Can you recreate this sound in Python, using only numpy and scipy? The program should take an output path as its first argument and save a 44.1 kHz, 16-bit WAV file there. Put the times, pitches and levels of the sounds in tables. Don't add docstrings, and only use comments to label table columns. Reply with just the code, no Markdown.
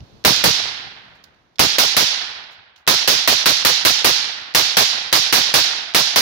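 import sys
import numpy as np
from scipy import signal
from scipy.io import wavfile
from scipy.ndimage import uniform_filter1d

SR = 44100
rng = np.random.default_rng(int(sys.argv[2]) if len(sys.argv) > 2 else 0)


def store_wav(level_fs):
    pcm = np.round(np.clip(np.atleast_2d(level_fs), -1, 1) * 32767)
    wavfile.write(sys.argv[1], SR, pcm.T.astype(np.int16))


def ratio(d):
    e = np.asarray(d, float) / 20
    return 10 ** e


N = 273861


def evened(x):
    return x / np.sqrt(np.mean(x ** 2) + 1e-20)


def read(points, hz, order=1):
    rows = np.transpose(points)
    return np.interp(np.log(hz + 1), np.log(rows[0] + 1), rows[order])[:, None]


def add(mix, s, sound):
    part = mix[:, round(s * SR):][:, :sound.shape[1]]
    part += sound[:, :part.shape[1]]


# (frequency [Hz], correlation [-1 to 1])
PORT_CORRELATION = [(60, 0.52), (180, 1), (550, 0.31), (1650, -0.099), (4970, -0.00087), (15000, 0.27)]


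def shaped(seconds, gain, likeness, size=256):
    count, hop = round(seconds * SR), size // 4
    t = np.arange(count // hop + 5) * hop / SR
    hz = np.fft.rfftfreq(size, 1 / SR)
    a, b, c, d = rng.standard_normal((len(t), len(hz), 4)).T
    left, independent = a + 1j * b, c + 1j * d
    same = np.clip(likeness * read(PORT_CORRELATION, hz), -1, 1)
    right = same * left + np.sqrt(1 - same ** 2) * independent
    spectrum = np.array([left, right]) * gain(hz, t)
    return signal.istft(spectrum, nperseg=size, noverlap=size - hop)[1][:, :count] / np.sqrt(size)


# (frequency [Hz], left minus right [dB])
PORT_DIFFERENCE = [(100, 2), (300, 2.5), (700, -1), (1500, -3), (2600, -2.5), (4000, -11), (5400, -12),
                   (5800, -18.5), (6800, -21), (7800, -0.5), (9000, 3), (11500, 13), (15000, 2)]


def ports(hz):
    return ratio(np.array([.5, -.5])[:, None, None] * read(PORT_DIFFERENCE, hz))


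def clumps(count, depth_db, size):
    return ratio(depth_db * evened(uniform_filter1d(rng.standard_normal((2, count)), size)))


def rise(count, seconds):
    return 1 - np.exp(-(np.arange(count) / SR / seconds) ** 3)


# (frequency [Hz], level [dB])
AIR_SPECTRUM = [(40, -15), (90, -12), (200, -15), (450, -18.5), (900, -23), (2000, -31.5), (4300, -30),
                (5500, -37), (7500, -52.5), (16000, -55.5)]
# (time [s], level [dB])
AIR_LEVEL = [(0, -50.5), (.24, -51.5), (.3, -43), (1.5, -62.5), (2.8, -77), (6.3, -69)]
# (centre time [s], level [dB], length [s])
WIND_GUSTS = [
    (.015, -38, .09),
    (.148, -49, 0.081),
    (.65, -46, .1),
    (0.868, -45, .055),
    (1.11, -62, .06),
    (2.596, -57, .06),
    (2.685, -65, .04),
]


def air():
    t = np.arange(N) / SR
    colour = lambda hz, t: ratio(read(AIR_SPECTRUM, hz)) * ports(hz) + 0 * t
    hiss = evened(shaped(N / SR, colour, 0.97, size=1024))
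    wind_band = signal.butter(2, (35, 130), "band", fs=SR, output="sos")
    wind = evened(signal.sosfilt(wind_band, rng.standard_normal((2, N))))
    still = ratio(np.interp(t, *np.transpose(AIR_LEVEL)))
    gusts = np.zeros(N)
    for s, db, length in WIND_GUSTS:
        gusts += ratio(db) * np.cos(np.pi * np.clip((t - s) / length, -.5, .5)) ** 2
    return still * hiss + (ratio(-8.5) * still + gusts) * wind


def thud(peak_db, hz, cycles):
    turns = np.arange(round(SR * np.clip(cycles, 1.2, 4.5) / hz)) * hz / SR
    lead = rng.uniform(0, 1) + np.array([[0], [rng.uniform(-0.21, .2)]])
    return ratio(peak_db - 2.5) * np.sin(2 * np.pi * (turns + lead)) * np.hanning(len(turns))


def add_thud(mix, s, peak_db, hz, cycles):
    add(mix, max(s - .002, 0), thud(peak_db, hz, cycles))


# (time [s], peak level [dB], frequency [Hz], length [cycles])
LOW_BUMPS = [
    (.001, -30, 94, 1.9),
    (0.018, -33, 97, 3),
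    (0.14, -41, 184, 3.1),
    (.86, -43, 90, 2.1),
    (.248, -11, 380, 2.3),
    (.304, -12, 199, 2.5),
    (.474, -12.5, 143.6, 1.6),
    (1.639, -10, 453, 1.6),
]


def bumps(mix):
    for bump in LOW_BUMPS:
        add_thud(mix, *bump)


# (frequency [Hz], level [dB])
SNAP_SPECTRUM = [(1000, -14.5), (2500, -6), (3500, -3.5), (5000, -4.5), (6500, -16.5), (8500, -23.5),
                 (12000, -27), (15000, -22)]


def tick(peak_db, pan_db, t60, bright_db):
    def colour(hz, t):
        treble_db = bright_db / (1 + (9000 / (hz[:, None] + 1)) ** 4)
        return ratio(read(SNAP_SPECTRUM, hz) + treble_db) * ports(hz) + 0 * t
    burst = evened(shaped(.12, colour, .5)[:, 300:])
    t = np.arange(burst.shape[1]) / SR
    fade = (1 - np.exp(-t / 0.00037)) * (1 - t / t[-1])
    pan = ratio(np.array([[.5], [-.5]]) * (pan_db + 7.5))
    return ratio(peak_db - 60 * t / t60) * pan * burst * fade


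# (time [s], peak level [dB], decay T60 [s], brightness [dB])
TRIGGER_TICKS = [
    (.0045, -41, 0.022, -16),
    (1.152, -56, .07, 7),
    (1.169, -53, 0.021, 3),
    (1.2394, -37, .03, 10),
    (1.345, -58, .025, -.5),
    (1.557, -47.5, .042, -3),
    (2.76, -44, .053, -4),
    (2.775, -56.5, 0.3, 6),
]


def trigger(mix):
    for s, db, t60, bright_db in TRIGGER_TICKS:
        add(mix, s, tick(db, -9, t60, bright_db))


def hammer(mix, s):
    add(mix, s - .0086, tick(-13.0, -6.5, 0.0062, -4))
    add(mix, s - .005, tick(-28.5, -6.0, 0.066, -13))


# (frequency [Hz], left level [dB], right level [dB], left T60 [s], right T60 [s])
OVERLOAD_HASH = [(40, -16, -22, .3, .9), (120, -4, -5.5, 0.27, 1), (535, 2, 2.5, 0.13, 0.71),
                 (2090, -2, 3.5, 0.4, 0.28), (5030, -6, -5, 0.65, 0.81), (8000, -11, -10, 0.23, 0.37),
                 (10400, -4, -11, 0.24, 0.33), (15500, -6.5, -4, 0.24, 0.32)]


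def overload(hash_db, bass_db, length):
    def gain(hz, t):
        level_db = np.array([read(OVERLOAD_HASH, hz, order=k) - 60 * t / read(OVERLOAD_HASH, hz, order=k + 2)
                             for k in (1, 2)])
        low = 1 / (1 + (hz[:, None] / 500) ** 2)
        let_go = 1 / (1 + np.exp((length - t) / .004))
        released_db = (np.array([-2.5, -8])[:, None, None] - 16 * low) * let_go
        lumps_db = 2.9 * evened(uniform_filter1d(rng.standard_normal((2, 1, len(t))), size=6))
        return ratio(level_db + released_db + (bass_db + lumps_db) * low)
    noise = shaped(0.44, gain, 0)
    grain = clumps(noise.shape[1], 2.2, size=60)
    return ratio(-3.0 + hash_db) * noise * rise(noise.shape[1], 0.00088) * grain


# (frequency [Hz], level [dB])
NEAR_LEVEL = [(60, -23), (200, -20), (600, -17), (820, -7), (1050, -13), (1500, -5), (2400, -2),
              (3300, 2.5), (4000, 4.5), (5300, 3.5), (6500, -7.5), (8000, -15), (11000, -22.5),
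              (15500, -31)]
# (frequency [Hz], T60 [s])
NEAR_DECAY = [(100, 1.1), (500, 1.44), (1500, 1.5), (4000, 0.91), (6500, 0.58), (9000, 0.57), (15000, 0.41)]
# (frequency [Hz], level [dB])
FAR_LEVEL = [(60, -15.5), (200, -28), (450, -19), (800, -4), (1600, -6), (2600, -11.5), (4200, -13.5),
             (6000, -35.5), (8000, -45), (16000, -67.5)]
# (frequency [Hz], T60 [s])
FAR_DECAY = [(100, 4), (1000, 2.07), (4000, 0.72), (9000, 1.5)]


def woods(s, echo_db):
    def gain(hz, t):
        late = np.sqrt(t ** 2 + 0.079 ** 2) - .05
        near = ratio(-6.5 + read(NEAR_LEVEL, hz) - 60 * late / read(NEAR_DECAY, hz))
        far = ratio(-19.5 + read(FAR_LEVEL, hz) - 60 * t / read(FAR_DECAY, hz))
        since = s + t - np.array(SHOT_STRING)[:, :1]
        sunk_db = -7 * (np.exp(-(since / 0.14) ** 4) * (since >= 0)).max(0)
        lumps_db = 3.6 * evened(uniform_filter1d(rng.standard_normal(len(t)), size=3))
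        low = 1 / (1 + (hz[:, None] / 1400) ** 2)
        return np.hypot(near, far) * ports(hz) * ratio(low * (sunk_db + lumps_db))
    tail = shaped(2.1, gain, 1, size=512)
    count = tail.shape[1]
    return ratio(echo_db) * tail * rise(count, 0.0018) * clumps(count, 0.45, size=90)


def n_wave(seconds):
    u = np.arange(600) / SR / seconds
    return (1 - u) * np.exp(-u) * (1 - np.exp(-6 * u))


def blast(peak_db):
    pulse = n_wave(.00009)
    pulse = pulse + 0.58 * np.roll(pulse, round(SR * rng.uniform(.0005, 0.0016)))
    rung = np.array([signal.lfilter(*signal.iirpeak(hz, 1.3, SR), pulse) for hz in (2300, 4300)])
    return ratio(peak_db) * (rung / np.abs(rung).max() + 0.39 * n_wave(0.00041))


def trunks(echo_db, count=45):
    when, size, side, sign = rng.random((count, 4)).T
    when = 0.35 * when ** 1.8
    train = np.zeros((2, SR // 2 + 40))
    level = ratio(echo_db - 20.5 - 60 * when / 0.79 - 4.5 * np.log(size + .05)) * np.sign(sign - .5)
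    for port, lag in enumerate((side, 1 - side)):
        np.add.at(train[port], (when * SR + 30 * lag).astype(int), level * (1.3 - lag))
    dull_pulse = np.convolve(n_wave(.00016), np.hanning(12) / 5.5)
    return signal.oaconvolve(train, dull_pulse[None])


# (delay [s], peak level [dB], frequency [Hz], length [cycles])
HOLLOW_RETURNS = [
    (.056, -18.5, 600, 2.2),
    (.084, -44, 780, 2.1),
    (.114, -30.5, 760, 2.2),
    (.14, -34, 870, 2.5),
    (.168, -22.5, 830, 2.3),
    (.217, -25, 742, 2.1),
]


def knocks(mix, s, bass_db, length):
    add_thud(mix, s + length - .004, -28.5 + bass_db, 140, 2.1)
    for delay, db, hz, cycles in HOLLOW_RETURNS:
        a, b, c = rng.uniform(-.5, 0.493, 3)
        add_thud(mix, s + delay + 0.00806 * a, db + 11 * b, hz * (1 + 0.16 * c), cycles)


def bolt(mix, s):
    late, loud = rng.uniform(-0.56, 0.61, 2)
    add(mix, s + 0.057 + 0.018 * late, tick(-13 + 10.5 * loud, -8.5, .005, 8))


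def slap(mix, s, slap_db):
    add(mix, s + .1135 - .00045 * s, tick(slap_db + 5, -14, .006, 3 + 1.8 * s))


# (time [s], strength [dB], trunk slap [dB], extra bass [dB], overload length [s])
SHOT_STRING = [(.249, 3.5, -10, 7, .073), (0.439, 0.8, -27, 10, .066), (1.5934, 2, -24, 7.5, 0.073),
               (1.7835, 1.5, -20, -2, 0.076), (1.9663, 2, -24, 0.5, 0.074), (2.8759, 2, -20, 1.5, 0.077),
               (3.0757, 1.5, -24, -1.5, 0.084), (3.2753, 1.6, -26, 0, 0.074), (3.4576, 2, -18, 0, 0.065),
               (3.6491, 1.5, -16, 0, 0.069), (3.85, 2.5, -25, -2, 0.067), (4.0449, 2.5, -19, 1.5, 0.07),
               (4.5483, 2, -18, -0.5, 0.076), (4.7688, 3, -27, 0, 0.069), (5.1269, 2, -25, 0, 0.069),
               (5.326, 3, -25, -1, 0.082), (5.5396, 2.6, -20, 0, 0.073), (5.9468, 2, -21, 0.5, 0.072),
               (6.1594, 2, -18, -2.5, 0.1)]


def shots(mix):
    gaps = np.diff(np.array(SHOT_STRING)[:, 0], prepend=-1)
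    for gap, (s, strength_db, slap_db, bass_db, length) in zip(gaps, SHOT_STRING):
        echo_db = 2.5 + 0.34 * strength_db
        hammer(mix, s)
        add(mix, s - .0008, overload(strength_db, bass_db, length))
        add(mix, s - .0008, woods(s, echo_db))
        add(mix, s + .0006, blast(5 - 4.5 * np.exp(-(gap / .3) ** 4)))
        add(mix, s + .004, trunks(echo_db))
        knocks(mix, s, bass_db, length)
        bolt(mix, s)
        slap(mix, s, slap_db)


# (time [s], peak level [dB], decay T60 [s])
CASE_CLINKS = [
    (.722, -46, .04),
    (.843, -63, .04),
    (1.880, -31, .015),
    (2.143, -45, .02),
    (2.252, -52.5, .04),
    (2.298, -47, .055),
    (3.049, -37, .014),
    (3.68, -33, .023),
    (3.725, -36, .02),
    (4.33, -50, .04),
]


def cases(mix):
    for s, db, t60 in CASE_CLINKS:
        add(mix, s, tick(db, -10 + 1.5 * (db + 51), t60, 7))


# (time [s], peak level [dB], decay T60 [s])
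SOFT_RUSTLES = [
    (2.510, -52, 0.071),
    (2.519, -51, .11),
    (2.528, -56, .2),
    (4.395, -51, .09),
    (4.415, -48, .078),
    (1.246, -56, .2),
]


def leaves(mix):
    for s, db, t60 in SOFT_RUSTLES:
        add(mix, s, tick(db, -7, t60, 7))


def scene():
    mix = air()
    bumps(mix)
    trigger(mix)
    shots(mix)
    cases(mix)
    leaves(mix)
    return mix


def roll_off(x):
    return signal.sosfilt(signal.butter(12, 16820, fs=SR, output="sos"), x)


def record(dry):
    ahead = np.array(SHOT_STRING)[:, :1] - np.arange(0, N, 32) / SR
    dip_db = -6 * (np.clip((.034 - ahead) / .03, 0, 1) ** 2 * (ahead > 0)).sum(0)
    ducked = dry * ratio(np.interp(np.arange(N) / 32, np.arange(len(dip_db)), dip_db))
    rounded = ducked / (1 + np.abs(ducked / 0.88) ** 4) ** (1 / 4)
    cut = signal.sosfilt(signal.butter(2, 59, "high", fs=SR, output="sos"), rounded)
    low_pass = signal.firwin(255, 15800, window=("kaiser", 9), fs=SR)
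    limited = signal.oaconvolve(cut, low_pass[None], "same")
    return roll_off(np.clip(limited, -1, 1))


dry = scene()
out = record(dry)
store_wav(out)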